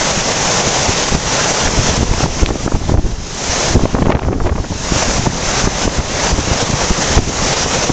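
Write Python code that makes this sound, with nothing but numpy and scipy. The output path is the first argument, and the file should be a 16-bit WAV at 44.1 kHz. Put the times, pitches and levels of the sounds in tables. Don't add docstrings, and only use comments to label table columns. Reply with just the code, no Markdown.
import sys
import numpy as np
from scipy import signal
from scipy.fft import rfft, irfft
from scipy.io import wavfile
from scipy.ndimage import uniform_filter1d

SR = 44100
rng = np.random.default_rng(int(sys.argv[2]) if len(sys.argv) > 2 else 0)


def volts_from_decibels(level):
    exponent = np.asarray(level, float) / 20
    return 10 ** exponent


def waveform_to_disk(signal):
    frames = np.transpose(np.atleast_2d(signal))
    scaled = np.clip(frames, -1, 1) * 32767
    samples = np.round(scaled).astype(np.int16)
    wavfile.write(sys.argv[1], SR, samples)


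N = 349272

# pitch_hz, density_db [dB per Hz]
WATER_SPECTRUM = [(70, -24.5), (130, 1), (320, -7), (490, -0.5), (950, -3.5), (1250, -7), (1860, -8),
                  (2400, -9.5), (4490, -11), (6100, -5), (7300, -10.5), (9500, -10)]
# time_s, body_db
WATER_BODY = [(0, -0.5), (.6, 2), (1.0, -0.5), (1.6, 1), (2.1, 0), (2.6, -1), (3.1, -2), (3.7, -2),
              (4.0, 7), (4.4, -3), (5.0, 0), (5.4, 0.5), (6.2, 2), (6.7, 1.5), (7.3, -0.5), (7.92, 1)]
# pitch_hz, density_db [dB per Hz]
WIND_SPECTRUM = [(8.8, -25.5), (15, 0), (80, -4), (405, -14), (454, -19.5), (595, -25), (655, -21),
                 (1500, -46), (1950, -79), (3300, -120)]
# time_s, level_db
STEADY_WIND = [(0.0, -22), (1.48, -23.5), (1.85, -15.5), (3.0, -19.5), (3.2, -24), (3.46, -25),
               (3.66, -16.5), (4.19, -18.5), (4.48, -14), (4.7, -21), (4.92, -26.5), (5.05, -17.5),
               (5.87, -20), (5.98, -22), (6.46, -17.5), (6.75, -25.5), (7.1, -17), (7.92, -23.5)]
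# centre_s, peak_db, wake_db [swell of rumble]
JOLTS = [(0.894, -1.5, -12), (1.126, -3, -10), (1.152, 0, -11), (1.738, -8, -25), (1.791, -9.5, -7),
         (2.01, -3, -26), (2.031, 1, -31), (2.114, -6, -26), (2.243, -1, -14.5), (2.509, -1.5, -23),
         (2.663, -0.5, -17.5), (2.759, -4.5, -16), (2.895, -1, -17), (2.92, -.5, -17.5), (3.756, 2.5, -5),
         (3.838, -5, -20), (3.947, 1.5, -18), (4.022, 4, -19), (4.071, 2, -16.5), (4.095, 3.5, -18),
         (4.153, -0.5, -8), (4.922, -0.5, -16), (5.272, -1, -23), (5.675, -4.5, -18.5),
         (5.856, -3.5, -18.5), (6.394, -5.5, -27), (6.627, -5, -14), (6.906, -1.5, -13.5),
         (7.19, -0.5, -16.5), (7.902, 3, -21.5)]
# centre_s, peak_db, wake_db, width_ms
SHOVES = [(0.177, -9.6, -18, 3.4), (1.67, -14, -16.5, 14), (1.894, -11, -30, 3.8), (1.978, -5, -23, 2.5),
          (2.431, 4.5, -17, 8.6), (2.944, 1.5, -15.5, 4.7), (2.984, 1, -11.5, 8.1), (3.05, 1, -22, 16),
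          (3.131, -5, -26, 12.4), (4.242, -14, -19, 12), (4.275, -2, -34, 5.5), (4.296, -6.5, -33, 3.6),
          (4.336, -13, -31, 4.3), (4.45, -18, -18, 7.9), (4.568, -14, -25, 3), (4.602, -2, -23, 4.9),
          (4.72, -7, -21.5, 2.3), (4.965, -5.5, -15, 5.2), (5.085, -6, -16.5, 6.3),
          (5.197, -2.5, -18.5, 2.7), (5.642, -3, -21.5, 2.8), (5.994, -1.5, -6, 5.2),
          (6.326, -5.5, -8.5, 4.9), (6.516, -8, -18, 4.9), (6.702, -4.5, -18, 2.7), (6.74, -8.5, -14, 2.8),
          (6.84, -12, -12.5, 3.4), (6.99, -9.5, -15.5, 2.4), (7.172, 2.5, -7.5, 5.4),
          (7.429, -13.5, -21.5, 21)]
# centre_s, level_db, brightness_db, length_ms
TEARS = [(1.676, -13, 3, 6.7), (2.206, -11, -9.5, 4.8), (2.261, -12, -18, 4.7), (2.49, -14, -13, 4.4),
         (2.508, -11.5, -37, 4.7), (2.558, -15.5, -17, 3.7), (2.679, -11.5, -16.5, 5.2),
         (2.722, -12, -28, 5), (2.756, -17.5, -12, 10), (2.896, -15, -21, 15), (2.94, -16, -30, 6.4),
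         (3.857, -3, -13.5, 3.2), (3.952, -9, -7.5, 3.1), (3.987, -12, -27.5, 6.1), (4.025, -13.5, -5, 5.9),
         (4.065, -14.5, -6.5, 14), (4.102, -8, -10.5, 9.3), (4.122, -13, -6.5, 13),
         (4.151, -9.5, -11.5, 4.2), (4.194, -15.5, -11.5, 4.5), (4.234, -22, -6, 6.6),
         (4.288, -14.5, -32, 6.7), (4.33, -14, -12, 10.6), (4.407, -17.5, -38, 11), (4.468, -15, -9, 19),
         (4.496, -17, -8.5, 11.4), (4.585, -17, -32, 10), (4.645, -20, -25, 8), (5.266, -12.5, -18, 13),
         (7.18, -8.5, -11.5, 8)]
# centre_s, level_db, brightness_db
RIPS = [(1.152, -21, -10), (2.034, -17, -13), (2.138, -15, -6), (2.239, -11, -18), (2.397, -17, -10),
        (2.432, -14.5, -8), (2.827, -26, -15), (2.923, -23, -7), (3.06, -27, -14), (3.763, -12, -17),
        (3.795, -14.5, -20), (3.814, -19, -30), (3.967, -14.5, -20), (4.085, -15.5, -26), (4.177, -26, -12),
        (4.217, -26, -14), (4.265, -24, -16), (4.375, -31, -11), (4.422, -26, -13), (4.446, -24, -20),
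        (4.525, -18.5, -30), (4.558, -20, -11), (4.6, -26, -14), (4.723, -21, -21), (5.674, -10, -22),
        (5.88, -9.5, -15), (6.004, -23, -10), (6.384, -13.5, -16), (7.662, -15, -17), (7.895, -9, -12)]
# start_s, peak_db, pitch_hz, t60_s
HOUSING_TICK = (2.4613, 1.5, 3400, .0022)
# time_s, gain_left_db
GUST_DUCKS = [(0.34, -23.5), (0.87, -21), (1.051, -22), (1.168, -27), (1.681, -24.5), (1.99, -26.5),
              (2.091, -28), (2.268, -31), (2.441, -31.5), (2.51, -34.5), (2.68, -35.5), (2.779, -35.5),
              (2.952, -41.5), (3.128, -37.5), (3.772, -33), (3.862, -36), (3.962, -38.5), (4.129, -47),
              (4.301, -44.5), (4.488, -42), (5.042, -23), (5.2, -26), (5.279, -30.5), (5.678, -28),
              (5.872, -29.5), (6.0, -31), (6.33, -27.5), (6.419, -26.5), (6.64, -24.5), (7.2, -30)]
# time_s, gain_left_db
MORE_DUCKS = [(0.122, -22), (0.22, -22.5), (0.619, -22), (0.701, -21), (0.93, -22), (1.1, -23.5),
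              (1.521, -21.5), (1.8, -23), (1.91, -22.5), (2.045, -29.5), (4.035, -40), (7.3, -26.5),
              (3.55, -21.5), (3.7, -22), (5.12, -22.5), (5.52, -22.5), (5.622, -22.5), (6.28, -22),
              (6.545, -23.5), (6.69, -25), (6.74, -25), (6.855, -23), (6.91, -24.5), (7.056, -21.5),
              (7.55, -22), (7.652, -24), (7.77, -22.5), (7.86, -23), (7.905, -27)]
# pitch_hz, gain_db
ROLL_OFF = [(7200, 0.5), (7600, -5), (8000, -16.5), (8450, -17), (9000, -33.5)]

JOLT_MS, RIP_MS, WAKE_S = 1.68, 6.7, 0.014
OPEN_GAIN_DB, FALL_DB_PER_S, RECOVER_DB_PER_S = -19, 299.5, 45
SAMPLING_HZ = 16000


def evened(x):
    return x / np.sqrt(np.mean(x ** 2) + 1e-20)


def read(points, hz):
    f, value = np.transpose(points)
    return np.interp(np.log(hz + 1), np.log(f + 1), value)


def add(mix, s, sound):
    part = mix[max(round(s * SR), 0):][:len(sound)]
    part += sound[:len(part)]


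def band(x, lo_hz, hi_hz):
    return signal.sosfilt(signal.butter(2, [lo_hz, hi_hz], "band", fs=SR, output="sos"), x)


def lumps(per_s):
    return evened(band(rng.standard_normal(N), per_s / 8, per_s))


def noise(spectrum, patchy_db):
    frames, hz = N // 512 + 5, np.fft.rfftfreq(2048, 1 / SR)
    a, b, patches = rng.standard_normal((frames, len(hz), 3)).T
    patches = uniform_filter1d(patches, size=20, axis=0)
    patches = evened(uniform_filter1d(patches, size=6, axis=1))
    level_db = read(spectrum, hz)[:, None] + patchy_db * patches
    return signal.istft((a + 1j * b) * volts_from_decibels(level_db), nperseg=2048, noverlap=1536)[1][:N]


def rapids():
    roar = noise(WATER_SPECTRUM, patchy_db=1.0)
    roar /= np.std(band(roar, 5000, 7600))
    body = signal.sosfiltfilt(signal.butter(1, 2200, fs=SR, output="sos"), roar)
    swell_db = np.interp(np.arange(N) / SR, *np.transpose(WATER_BODY))
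    heave = volts_from_decibels(swell_db + 0.56 * lumps(3.1))
    flicker_db = 0.55 * lumps(40)
    return volts_from_decibels(flicker_db - 0.62) * (roar - body + heave * body)


def eddies():
    return SHOVES + [(*row, JOLT_MS) for row in JOLTS]


def gust_db():
    t = np.arange(0, N + 64, 64) / SR
    at, _, wake_db, _ = np.transpose(eddies())
    wakes = volts_from_decibels(wake_db) * np.exp(-((t[:, None] - at) / WAKE_S) ** 2)
    steady = volts_from_decibels(np.interp(t, *np.transpose(STEADY_WIND)))
    return np.interp(np.arange(N) / SR, t, 20 * np.log10(steady + wakes.sum(axis=1)))


def gain_db():
    s, db = np.transpose(GUST_DUCKS + MORE_DUCKS)
    t = np.arange(0, N + 64, 64) / SR
    since = t[:, None] - s
    ducked = (db + np.maximum(RECOVER_DB_PER_S * since, -FALL_DB_PER_S * since)).min(axis=1)
    return np.interp(np.arange(N) / SR, t, np.minimum(ducked, OPEN_GAIN_DB))


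def tick():
    s, db, hz, t60 = HOUSING_TICK
    out, t = np.zeros(N), np.arange(400) / SR
    add(out, s, volts_from_decibels(db - 60 * t / t60) * np.sin(2 * np.pi * hz * t))
    add(out, s, volts_from_decibels(-9 - 60 * t / 0.006) * np.sin(2 * np.pi * 2550 * t))
    return out


def rumble():
    low = evened(noise(WIND_SPECTRUM, patchy_db=2.5))
    low /= (uniform_filter1d(low ** 2, size=1500) + 0.1) ** 0.14
    return volts_from_decibels(gust_db() - 4.0 + 3.04 * lumps(40)) * evened(low)


def crackle():
    strength = np.clip((gust_db() - gain_db() - 17) / 12, 0, 1)
    size = volts_from_decibels(6.6 * np.minimum(rng.exponential(size=N), 4)) * rng.choice([-1., 1.], N)
    struck = rng.random(N) < 500 / SR
    return volts_from_decibels(gust_db() - 19.5) * strength * evened(band(size * struck, 460, 1500))


def tears():
    out, ms = np.zeros(N), np.arange(-1000, 1000) * 1000 / SR
    rows = TEARS + [(*row, RIP_MS) for row in RIPS]
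    draws = rng.standard_normal((len(rows), 2, len(ms)))
    for (s, db, bright_db, length_ms), (grain, clumps) in zip(rows, draws):
        ragged = grain * volts_from_decibels(6.2 * evened(uniform_filter1d(clumps, size=30)))
        dull = band(band(ragged, 140, 860), 120, 1900)
        window = np.exp(-(ms / (0.69 * length_ms)) ** 2)
        burst = (dull + volts_from_decibels(bright_db - 3.5) * band(ragged, 1200, 2560)) * window
        burst *= np.linalg.norm(window) / np.linalg.norm(burst)
        add(out, s + ms[0] / 1000, volts_from_decibels(db - 0.8) * burst)
    return out


def thumps():
    out, ms = np.zeros(N), np.arange(-1000, 1000) * 1000 / SR
    for (s, db, _, width_ms), chance in zip(eddies(), rng.random(len(eddies()))):
        push = np.exp(-(abs(ms) / (0.52 * width_ms)) ** 3.6)
        add(out, s + ms[0] / 1000, volts_from_decibels(db - 1.1) * np.sign(chance - 0.5) * push)
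    return signal.lfilter(*signal.butter(1, 30, "high", fs=SR), out)


def scene():
    wind = rumble() + thumps() + tears() + crackle() + tick()
    return (rapids() + wind / volts_from_decibels(gain_db()))[None]


def roll_off(x):
    return signal.sosfilt(signal.butter(12, 9060, fs=SR, output="sos"), x)


def record(dry):
    hz = np.fft.rfftfreq(N, 1 / SR)
    overloaded = np.clip(dry * volts_from_decibels(gain_db()), -0.93, 0.93)
    sampled = irfft(rfft(overloaded) * (hz < SAMPLING_HZ / 2), N)
    mirrored = sampled * (1 + 2 * np.cos(2 * np.pi * SAMPLING_HZ * np.arange(N) / SR))
    rolled = irfft(rfft(mirrored) * volts_from_decibels(read(ROLL_OFF, hz)), N)
    low_pass = signal.firwin(1601, 9100, window=("kaiser", 10), fs=SR)
    narrow = signal.oaconvolve(rolled, low_pass[None], "same")
    return roll_off(np.clip(narrow, -1, 1))


dry = scene()
out = record(dry)
waveform_to_disk(out)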